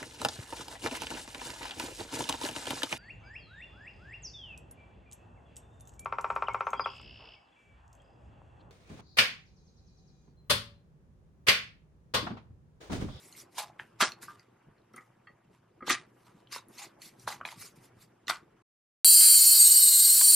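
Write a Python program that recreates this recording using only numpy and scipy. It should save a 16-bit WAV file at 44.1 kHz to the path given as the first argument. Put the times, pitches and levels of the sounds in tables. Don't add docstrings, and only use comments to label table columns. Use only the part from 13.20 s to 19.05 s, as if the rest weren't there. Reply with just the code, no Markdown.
import sys
import numpy as np
from scipy import signal
from scipy.fft import rfft, irfft, next_fast_len
from scipy.io import wavfile
from scipy.ndimage import uniform_filter1d, map_coordinates

SR = 44100
rng = np.random.default_rng(int(sys.argv[2]) if len(sys.argv) > 2 else 0)


def how_loud(loudness_db):
    steps = np.asarray(loudness_db, float) / 20
    return 10 ** steps


def store_pcm(level_fs):
    pcm = np.round(np.clip(level_fs, -1, 1) * 32767).astype(np.int16)
    wavfile.write(sys.argv[1], SR, np.atleast_2d(pcm).T)


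N = 257799
END_S = 5.424

# f/Hz, density/dB
AIR_SPECTRUM = [(15, -42), (25, -19.5), (80, -18), (113, -4.5), (302, -10.5), (336, -5), (470, -13.5),
                (642, -14.5), (1050, -16.5), (1290, -19), (3050, -29.5), (4170, -45), (4620, -38),
                (12400, -43), (16100, -77.5), (22000, -120)]
# f/Hz, correlation
AIR_COHERENCE = [(60, 1), (130, 0.97), (290, 1), (640, -0.019), (1410, 1), (3100, 0.49), (6820, -0.63),
                 (15000, -0.55)]
# t/s, level/dB
DRAUGHT = [(0.0, -65), (0.83, -63.5), (0.99, -62.5), (1.26, -66.5), (2.62, -69), (2.81, -63.5),
           (3.03, -66.5), (3.36, -64.5), (3.5, -62.5), (4.01, -63), (4.27, -68), (4.56, -63.5),
           (5.15, -66.5)]
# t/s, peak level/dB
ARM_SHIFTS = [(.07, -73), (.5, -61), (.73, -63), (.83, -55.5), (1.061, -58.5), (1.491, -61.5), (1.73, -64),
              (2.24, -64), (2.718, -56.5), (4.06, -57), (4.38, -62), (4.56, -64), (4.78, -57.5), (5.1, -61)]
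STILL_DB, SWELL_DB_PER_S, SETTLE_DB_PER_S = -69.5, 113.5, 84.5

# t of full level/s, hiss level/dB, rise/s, hold/s, buckle f/Hz
SLIDES = [(0, -66.5, .01, .16, 1250), (.198, -56.5, 0.11, 0.0017, 1254), (.355, -62, 0.059, 0.011, 942),
          (1.026, -51.5, 0.017, 0.0075, 1370), (3.53, -68.5, 0.037, 0.061, 2410),
          (3.822, -59, 0.033, 0.057, 2190), (4.0, -68, 0.085, 0.052, 947),
          (4.425, -53.5, 0.12, 0.039, 1220), (4.56, -70, 0.014, 0.0072, 2190),
          (4.64, -67, 0.076, 0.012, 2180), (4.82, -65.5, 0.077, .004, 1140)]
FLICKS = [
    (.384, -41, 0.018, 0.0067, 875),
    (4.078, -46.5, 0.014, 0.039, 935),
    (4.258, -55, 0.014, 0.06, 922.4),
]
PULLS = [
    (.39, -44, 0.044, 0.022, 850),
    (3.325, -47, 0.029, 0.036, 1302),
    (3.59, -51.5, .05, .055, 841.6),
]
FUMBLES = [
    (.598, -71.5, 0.02, 0.011, 1820),
    (1.02, -65, 0.021, 0.027, 1420),
    (1.09, -71.5, 0.023, .04, 1200),
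    (1.194, -76.5, 0.036, 0.0033, 1294),
    (1.77, -74.5, 0.068, 0.0044, 1727),
    (2.34, -80.5, 0.072, 0.0032, 900),
    (3.07, -75.5, 0.18, 0.013, 1036),
    (3.186, -81, 0.24, 0.0034, 960),
]
BRUSHES = [
    (.64, -90, 0.066, 0.01, 1800),
    (1.765, -82.5, 0.041, 0.014, 1712),
    (2.97, -93, 0.23, 0.085, 900),
    (3.49, -84, 0.026, 0.054, 1450),
]
SQUARINGS = [
    (.808, -31.5, 0.016, 0.031, 1339),
    (2.668, -47.5, .008, .02, 1250),
    (2.698, -33.5, 0.033, 0.027, 1900),
    (5.094, -36.5, 0.02, 0.0075, 1250),
]
# buckle level re hiss/dB, top air level re hiss/dB, edge f/Hz, fall/(dB per s)
SLIDE = (-0.5, 1, 5204, 372)
FLICK = (11, -5, 4201, 364.5)
PULL = (4.5, -5.5, 4399, 453)
FUMBLE = (15.5, -4, 4197.5, 249.5)
BRUSH = (4.2, 11, 7400, 83)
SQUARING = (9.5, -13, 4700.5, 402)
# hiss level/dB, buckle level/dB, top level/dB, buckle f/Hz, edge f/Hz
REST = (-92.5, 14, -7, 1051, 3996)
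RISE_DB = 30
LINGER_DB_PER_S, DULL_DB_PER_S = 60, 79
# f/Hz, density/dB
HISS_SPECTRUM = [(1180, -34.5), (2000, 4), (2640, 1.5), (3010, -8), (3710, 0.5), (4020, -2.5), (4980, -3.5),
                 (9000, -13), (11700, -36), (19800, -120)]
TOP_SPECTRUM = [(4120, -29.5), (7000, -9), (10500, -4), (12100, -4.5), (13100, -10.5), (14400, -12.5),
                (15600, -22)]

# t/s, peak level/dB, f/Hz
CREASES = [(0.125, -42, 4200), (0.183, -46.5, 5490), (0.372, -41, 903), (0.382, -31, 861.7),
           (0.403, -31.5, 818), (0.805, -15.5, 1198), (0.811, -19.5, 1212), (3.327, -38, 2740),
           (3.347, -33.5, 2724), (3.361, -28, 866), (3.381, -36.5, 3736), (3.582, -36.5, 4295),
           (3.8175, -37.5, 4383), (3.996, -46, 5750), (4.287, -32, 2179), (5.081, -22.5, 1983),
           (5.0965, -17.5, 1112), (5.107, -17, 1429)]
POPS = [(0.592, -32.5, 2126), (0.596, -21, 1750), (.597, -29, 1007), (2.698, -22, 780), (4.0755, -12, 960),
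        (4.203, -35, 996), (4.2112, -21, 1000), (4.212, -31, 1700), (4.251, -18, 2360), (4.2515, -25, 950),
        (5.0802, -19.5, 3700), (5.096, -24, 3300)]
SLAPS = [
    (0.819, -16, 1345),
    (.829, -20.5, 618),
    (0.919, -40, 4120),
    (1.029, -40, 1476),
    (2.331, -63, 1857),
    (2.679, -23.5, 791),
    (2.696, -20, 1835),
    (2.705, -16, 1861),
    (2.712, -22.5, 2294),
    (5.07, -37, 4100),
]
TICKS = [
    (.9195, -34, 2587),
    (1.017, -44, 4960),
    (1.029, -44, 6475),
    (1.7355, -50, 5600),
    (1.7615, -35.5, 9500),
    (2.6965, -17.5, 8470),
    (5.0805, -27.5, 4600),
    (5.096, -21, 4300),
]
# crack level re peak/dB, thud level re peak/dB, t60/s
CREASE = (-11, -36, 0.015)
POP = (-33.5, -41.5, 0.01)
SLAP = (-10.5, -16, 0.016)
TICK = (-1.8, -63, .009)
# t/s, peak level/dB, f/Hz,
# t60/s
BLIPS = [(0.15, -52, 2200, 0.03), (0.498, -41.5, 814, 0.027), (0.9193, -37, 4250, 0.012),
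         (1.0814, -42, 1196, 0.1), (1.1518, -66, 8400, 0.018), (1.1952, -53, 4710, 0.021),
         (1.1962, -54, 2000, .02), (1.5818, -69, 4230, 0.017), (1.6174, -71, 3766, 0.017),
         (3.272, -52, 3100, 0.015), (3.485, -49.5, 10900, 0.0067), (3.615, -45, 850, .03),
         (4.325, -41, 941, 0.025)]

# t/s, peak level/dB, then thud, rim and divider levels re peak/dB
TAPS = [
    (0.8185, -18, -28.5, -1, -12.5),
    (1.7375, -45.5, -2.5, -15.5, -10),
    (1.7627, -45.5, -22, -17.5, -5),
    (1.7774, -41.5, -10, -40.5, -0.5),
    (2.0695, -48, -35, -5.5, 3.5),
    (2.6049, -41, -18.5, -37, -15.5),
    (2.6225, -35.5, -3.5, -29, -10.5),
    (2.672, -36, -8, -8, -12.5),
    (2.6985, -17.5, -19.5, -14.5, -0.5),
]
# f/Hz, level/dB, t60/s
TRAY_MODES = [(770, -13, 0.07), (1230, 3, 0.075), (1640, -9, 0.06)]
DIVIDER_MODES = [(1980, -4, 0.07), (1940, -9, 0.09), (2030, 2, 0.03)]
RIM_MODES = [(2700, 0, 0.05), (3230, 1.5, 0.05), (4400, -0.5, 0.045)]
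DESK_MODES = [(180, -12, 0.025), (238.7, 1, 0.094), (360, -2.5, 0.1), (510, -7, 0.098)]

# f/Hz, t60/s
WALL_DECAY = [(150, 0.085), (1000, 0.22), (5000, 0.12), (13000, 0.045)]
# f/Hz, level/dB
PORT_DIFFERENCE = [(60, -24), (300, -26), (1500, -23), (3000, -16.5), (5000, -11), (9000, -4), (14000, -1)]
# f/Hz, level/dB
WHINE = (13000, -99.5)
# f/Hz, level/dB
MIC_RESPONSE = [(100, 0), (12500, 0), (14500, -4), (15200, -17), (15750, -45), (16000, -120)]
# t start/s, t end/s, cutoff f/Hz
STARVED = [
    (.826, .895, 9800),
    (2.71, 2.86, 10500),
    (5.112, 5.2, 13000),
]


def unit(x):
    return x / np.sqrt(np.mean(x ** 2) + 1e-20)


def along(points, hz):
    f, v = np.transpose(points)
    return np.interp(np.log(hz + 1), np.log(f + 1), v)


def wobble(rate):
    knots = rng.standard_normal(int(N * rate / SR) + 4)
    return map_coordinates(knots, [np.arange(N) * rate / SR])


def filtered(x, response):
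    m = next_fast_len(N + 8192)
    return irfft(rfft(x, m) * response(np.fft.rfftfreq(m, 1 / SR)), m)[..., :N]


def patchy(x, depth_db):
    z = signal.stft(x, nperseg=256)[2]
    field = uniform_filter1d(rng.standard_normal(z.shape[-2:]), size=4, axis=0)
    field = uniform_filter1d(field, size=8, axis=1)
    return signal.istft(z * how_loud(depth_db * unit(field)), nperseg=256)[1][..., :N]


def arms_db(t):
    s, db = np.transpose(ARM_SHIFTS)[:, :, None]
    change = np.maximum(SWELL_DB_PER_S * (s - t), SETTLE_DB_PER_S * (t - s))
    return np.maximum(STILL_DB, (db - change).max(axis=0))


def room_tone():
    t = np.arange(N) / SR
    turn = lambda f: np.arccos(np.clip(along(AIR_COHERENCE, f), -1, 1)) / 2
    pair = patchy(rng.standard_normal((2, N)), depth_db=-3.0)
    mid, side = filtered(pair, lambda f: how_loud(along(AIR_SPECTRUM, f)) * [np.cos(turn(f)), np.sin(turn(f))])
    hum = how_loud(-10 + 3 * wobble(12)) * np.sin(2 * np.pi * 121 * t + .8 * wobble(8))
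    air = unit(np.array([mid + side, mid - side])) + hum
    bass = filtered(air, lambda f: 1 / (1 + (f / 210) ** 6))
    draught_db = np.interp(t, *np.transpose(DRAUGHT))
    return unit(air - bass) * how_loud(draught_db) + unit(bass) * how_loud(arms_db(t))


def grip():
    t = np.arange(0, N, 32) / SR
    power = np.full(len(t), how_loud(2 * REST[0]))
    total = power * np.array([[how_loud(2 * REST[1])], [how_loud(2 * REST[2])], [REST[3]], [REST[4]]])
    kinds = [(FLICKS, FLICK), (PULLS, PULL), (SQUARINGS, SQUARING), (SLIDES, SLIDE),
             (FUMBLES, FUMBLE), (BRUSHES, BRUSH)]
    for rows, (buckle_db, top_db, edge_hz, fall) in kinds:
        for s, db, rise, hold, hz in rows:
            after = np.maximum(t - s - hold, 0)
            before = np.maximum(s - t, 0)
            p = how_loud(2 * (db - RISE_DB * before / abs(rise) - fall * after))
            buckle = how_loud(2 * (buckle_db + LINGER_DB_PER_S * after))
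            top = how_loud(2 * (top_db - DULL_DB_PER_S * after))
            power = power + p
            total = total + p * np.array([buckle, top, hz + 0 * t, edge_hz + 0 * t])
    curves = [10 * np.log10(power), *10 * np.log10(total[:2] / power), *total[2:] / power]
    return [np.interp(np.arange(N) / SR, t, curve) for curve in curves]


def fibres(per_s, spread_db, smooth):
    caught = rng.random(N) < per_s / SR
    ticks = caught * how_loud(spread_db * rng.exponential(size=N)) * rng.standard_normal(N)
    return unit(ticks) + smooth * rng.standard_normal(N)


def bank(push, lo, hi, pitch, damping, bed):
    out = np.zeros(N)
    for c in np.geomspace(lo, hi, num=9):
        near = np.exp(-(np.log(pitch / c) / 0.18) ** 2) + bed
        mode = unit(filtered(push, lambda f: 1j * f * c / (c * c - f * f + 1j * damping * f * c)))
        out += near * how_loud(2.5 * wobble(30)) * mode
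    return out / np.sqrt(uniform_filter1d(out ** 2, size=8000))


def strokes():
    hiss_db, buckle_db, top_db, pitch, edge_pitch = grip()
    clumps = how_loud(1.6 * wobble(70))
    rub = clumps * patchy(fibres(per_s=8800, spread_db=0.0, smooth=1.1), depth_db=3.5)
    hiss = unit(filtered(rub, lambda f: how_loud(along(HISS_SPECTRUM, f))))
    edge = bank(rub, 3000, 7300, edge_pitch, damping=.07, bed=0.27)
    top = unit(filtered(rub, lambda f: how_loud(along(TOP_SPECTRUM, f))))
    catches = clumps * fibres(per_s=590, spread_db=2.0, smooth=0.46)
    push = filtered(catches, lambda f: f ** 4 / (f ** 4 + 620 ** 4))
    buckle = bank(push, 700, 2700, pitch, damping=.08, bed=.14)
    sheen = .8 * hiss + .55 * edge
    return how_loud(hiss_db) * (sheen + how_loud(buckle_db - 6) * buckle + how_loud(top_db) * top)


def ring(modes, t, rough):
    out = np.zeros(len(t))
    for hz, db, t60 in modes:
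        steps = uniform_filter1d(rng.standard_normal(len(t)), size=90)
        drift = rough * np.cumsum(steps) / np.sqrt(SR / 100)
        out += how_loud(db + rng.normal(0, 0.28) - 60 * t / t60) * np.sin(2 * np.pi * hz * t + drift)
    return out


def soft(t, rise):
    return 1 - np.exp(-(t / rise) ** 2)


def snaps():
    out, t = np.zeros(N + SR), np.arange(SR // 5) / SR
    kinds = [(CREASES, CREASE), (POPS, POP), (SLAPS, SLAP), (TICKS, TICK)]
    for rows, (crack_db, thud_db, t60) in kinds:
        for s, db, hz in rows:
            modes = [(hz, 0, t60), (1.45 * hz, -3, 0.68 * t60),
                     (.68 * hz, -8, t60), (1.7 * hz, -6, 0.72 * t60)]
            sheet = soft(t, 0.0015) * ring(modes, t, rough=2.2)
            noise = np.diff(rng.standard_normal(len(t) + 1))
            crack = soft(t, 0.00017) * noise * how_loud(crack_db - 12 - 60 * t / 0.0048)
            thud = how_loud(thud_db) * soft(t, 0.0042) * ring(DESK_MODES, t, rough=0.56)
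            out[round(s * SR):][:len(t)] += how_loud(db + 3) * (sheet + crack + thud)
    return out[:N]


def blips():
    out, t = np.zeros(N + SR), np.arange(SR // 5) / SR
    for s, db, hz, t60 in BLIPS:
        tone = ring([(hz, 0, t60), (1.3 * hz, -6, .7 * t60)], t, rough=1.5)
        out[round(s * SR):][:len(t)] += how_loud(db + 3.0) * soft(t, 1.2 / hz) * tone
    return out[:N]


def tray_taps():
    out, t = np.zeros(N + SR), np.arange(SR // 5) / SR
    for s, db, thud_db, rim_db, divider_db in TAPS:
        tray = ring(TRAY_MODES, t, rough=2.2)
        tray += how_loud(divider_db + 4.5) * ring(DIVIDER_MODES, t, rough=3.5)
        tray += how_loud(rim_db) * ring(RIM_MODES, t, rough=1.5)
        thud = how_loud(thud_db + 2.5) * soft(t, 0.0015) * ring(DESK_MODES, t, rough=0.68)
        out[round(s * SR):][:len(t)] += how_loud(db - 3.5) * (soft(t, 0.003) * tray + thud)
    return out[:N]


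def scattered(x):
    z = signal.stft(x, nperseg=128)[2]
    turn = uniform_filter1d(rng.standard_normal(z.shape), size=6, axis=1)
    return unit(signal.istft(z * np.exp(3j * unit(turn)), nperseg=128)[1][:N]) * np.std(x)


def walls(x):
    out, step = np.zeros((2, N + SR)), SR // 5
    for k in range(0, N, step):
        hz, t, z = signal.stft(rng.standard_normal((2, SR // 3)), SR, nperseg=256)
        width = np.clip(along([(300, 0.22), (2000, 0.16), (8000, 0.89)], hz), 0, 3)[:, None]
        z = z[0] + width * z[1] * [[[1]], [[-1]]]
        decay = how_loud(-60 * t / along(WALL_DECAY, hz)[:, None])
        tail = signal.istft(z * decay, SR, nperseg=256)[1]
        wet = signal.fftconvolve(x[None, k:k + step], tail / np.linalg.norm(tail[0]), axes=1)
        out[:, k + 200:][:, :wet.shape[1]] += wet
    return out[:, :N]


def scene():
    hits = snaps() + blips() + tray_taps()
    paper = strokes()
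    effort = np.sqrt(np.abs(uniform_filter1d(paper ** 2, size=2000)))
    off_desk = how_loud(1.0) * hits + (1 + .8 * np.tanh(effort / .01)) * paper
    side = filtered(scattered(off_desk), lambda f: how_loud(along(PORT_DIFFERENCE, f)))
    side += how_loud(WHINE[1] - 0.5) * np.sin(2 * np.pi * WHINE[0] * np.arange(N) / SR)
    near = (hits + paper) * how_loud([[-.3], [.3]]) + side * [[1], [-1]]
    return near + walls(how_loud(-8.5) * hits + how_loud(-17) * paper) + room_tone()


def low_pass(x):
    return signal.sosfilt(signal.butter(12, 15760, fs=SR, output="sos"), x)


def record(dry):
    t = np.arange(N) / SR
    x = filtered(dry, lambda f: how_loud(along(MIC_RESPONSE, f))) * np.clip((END_S - t) / 0.003, 0, 1)
    for start, end, hz in STARVED:
        lost = np.clip(np.minimum(t - start, end - t) / 0.0051, 0, 1)
        x = x - lost * filtered(x, lambda f: 1 / (1 + np.exp((hz - f) / 60)))
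    return low_pass(x)


dry = scene()
out = record(dry)
store_pcm(out)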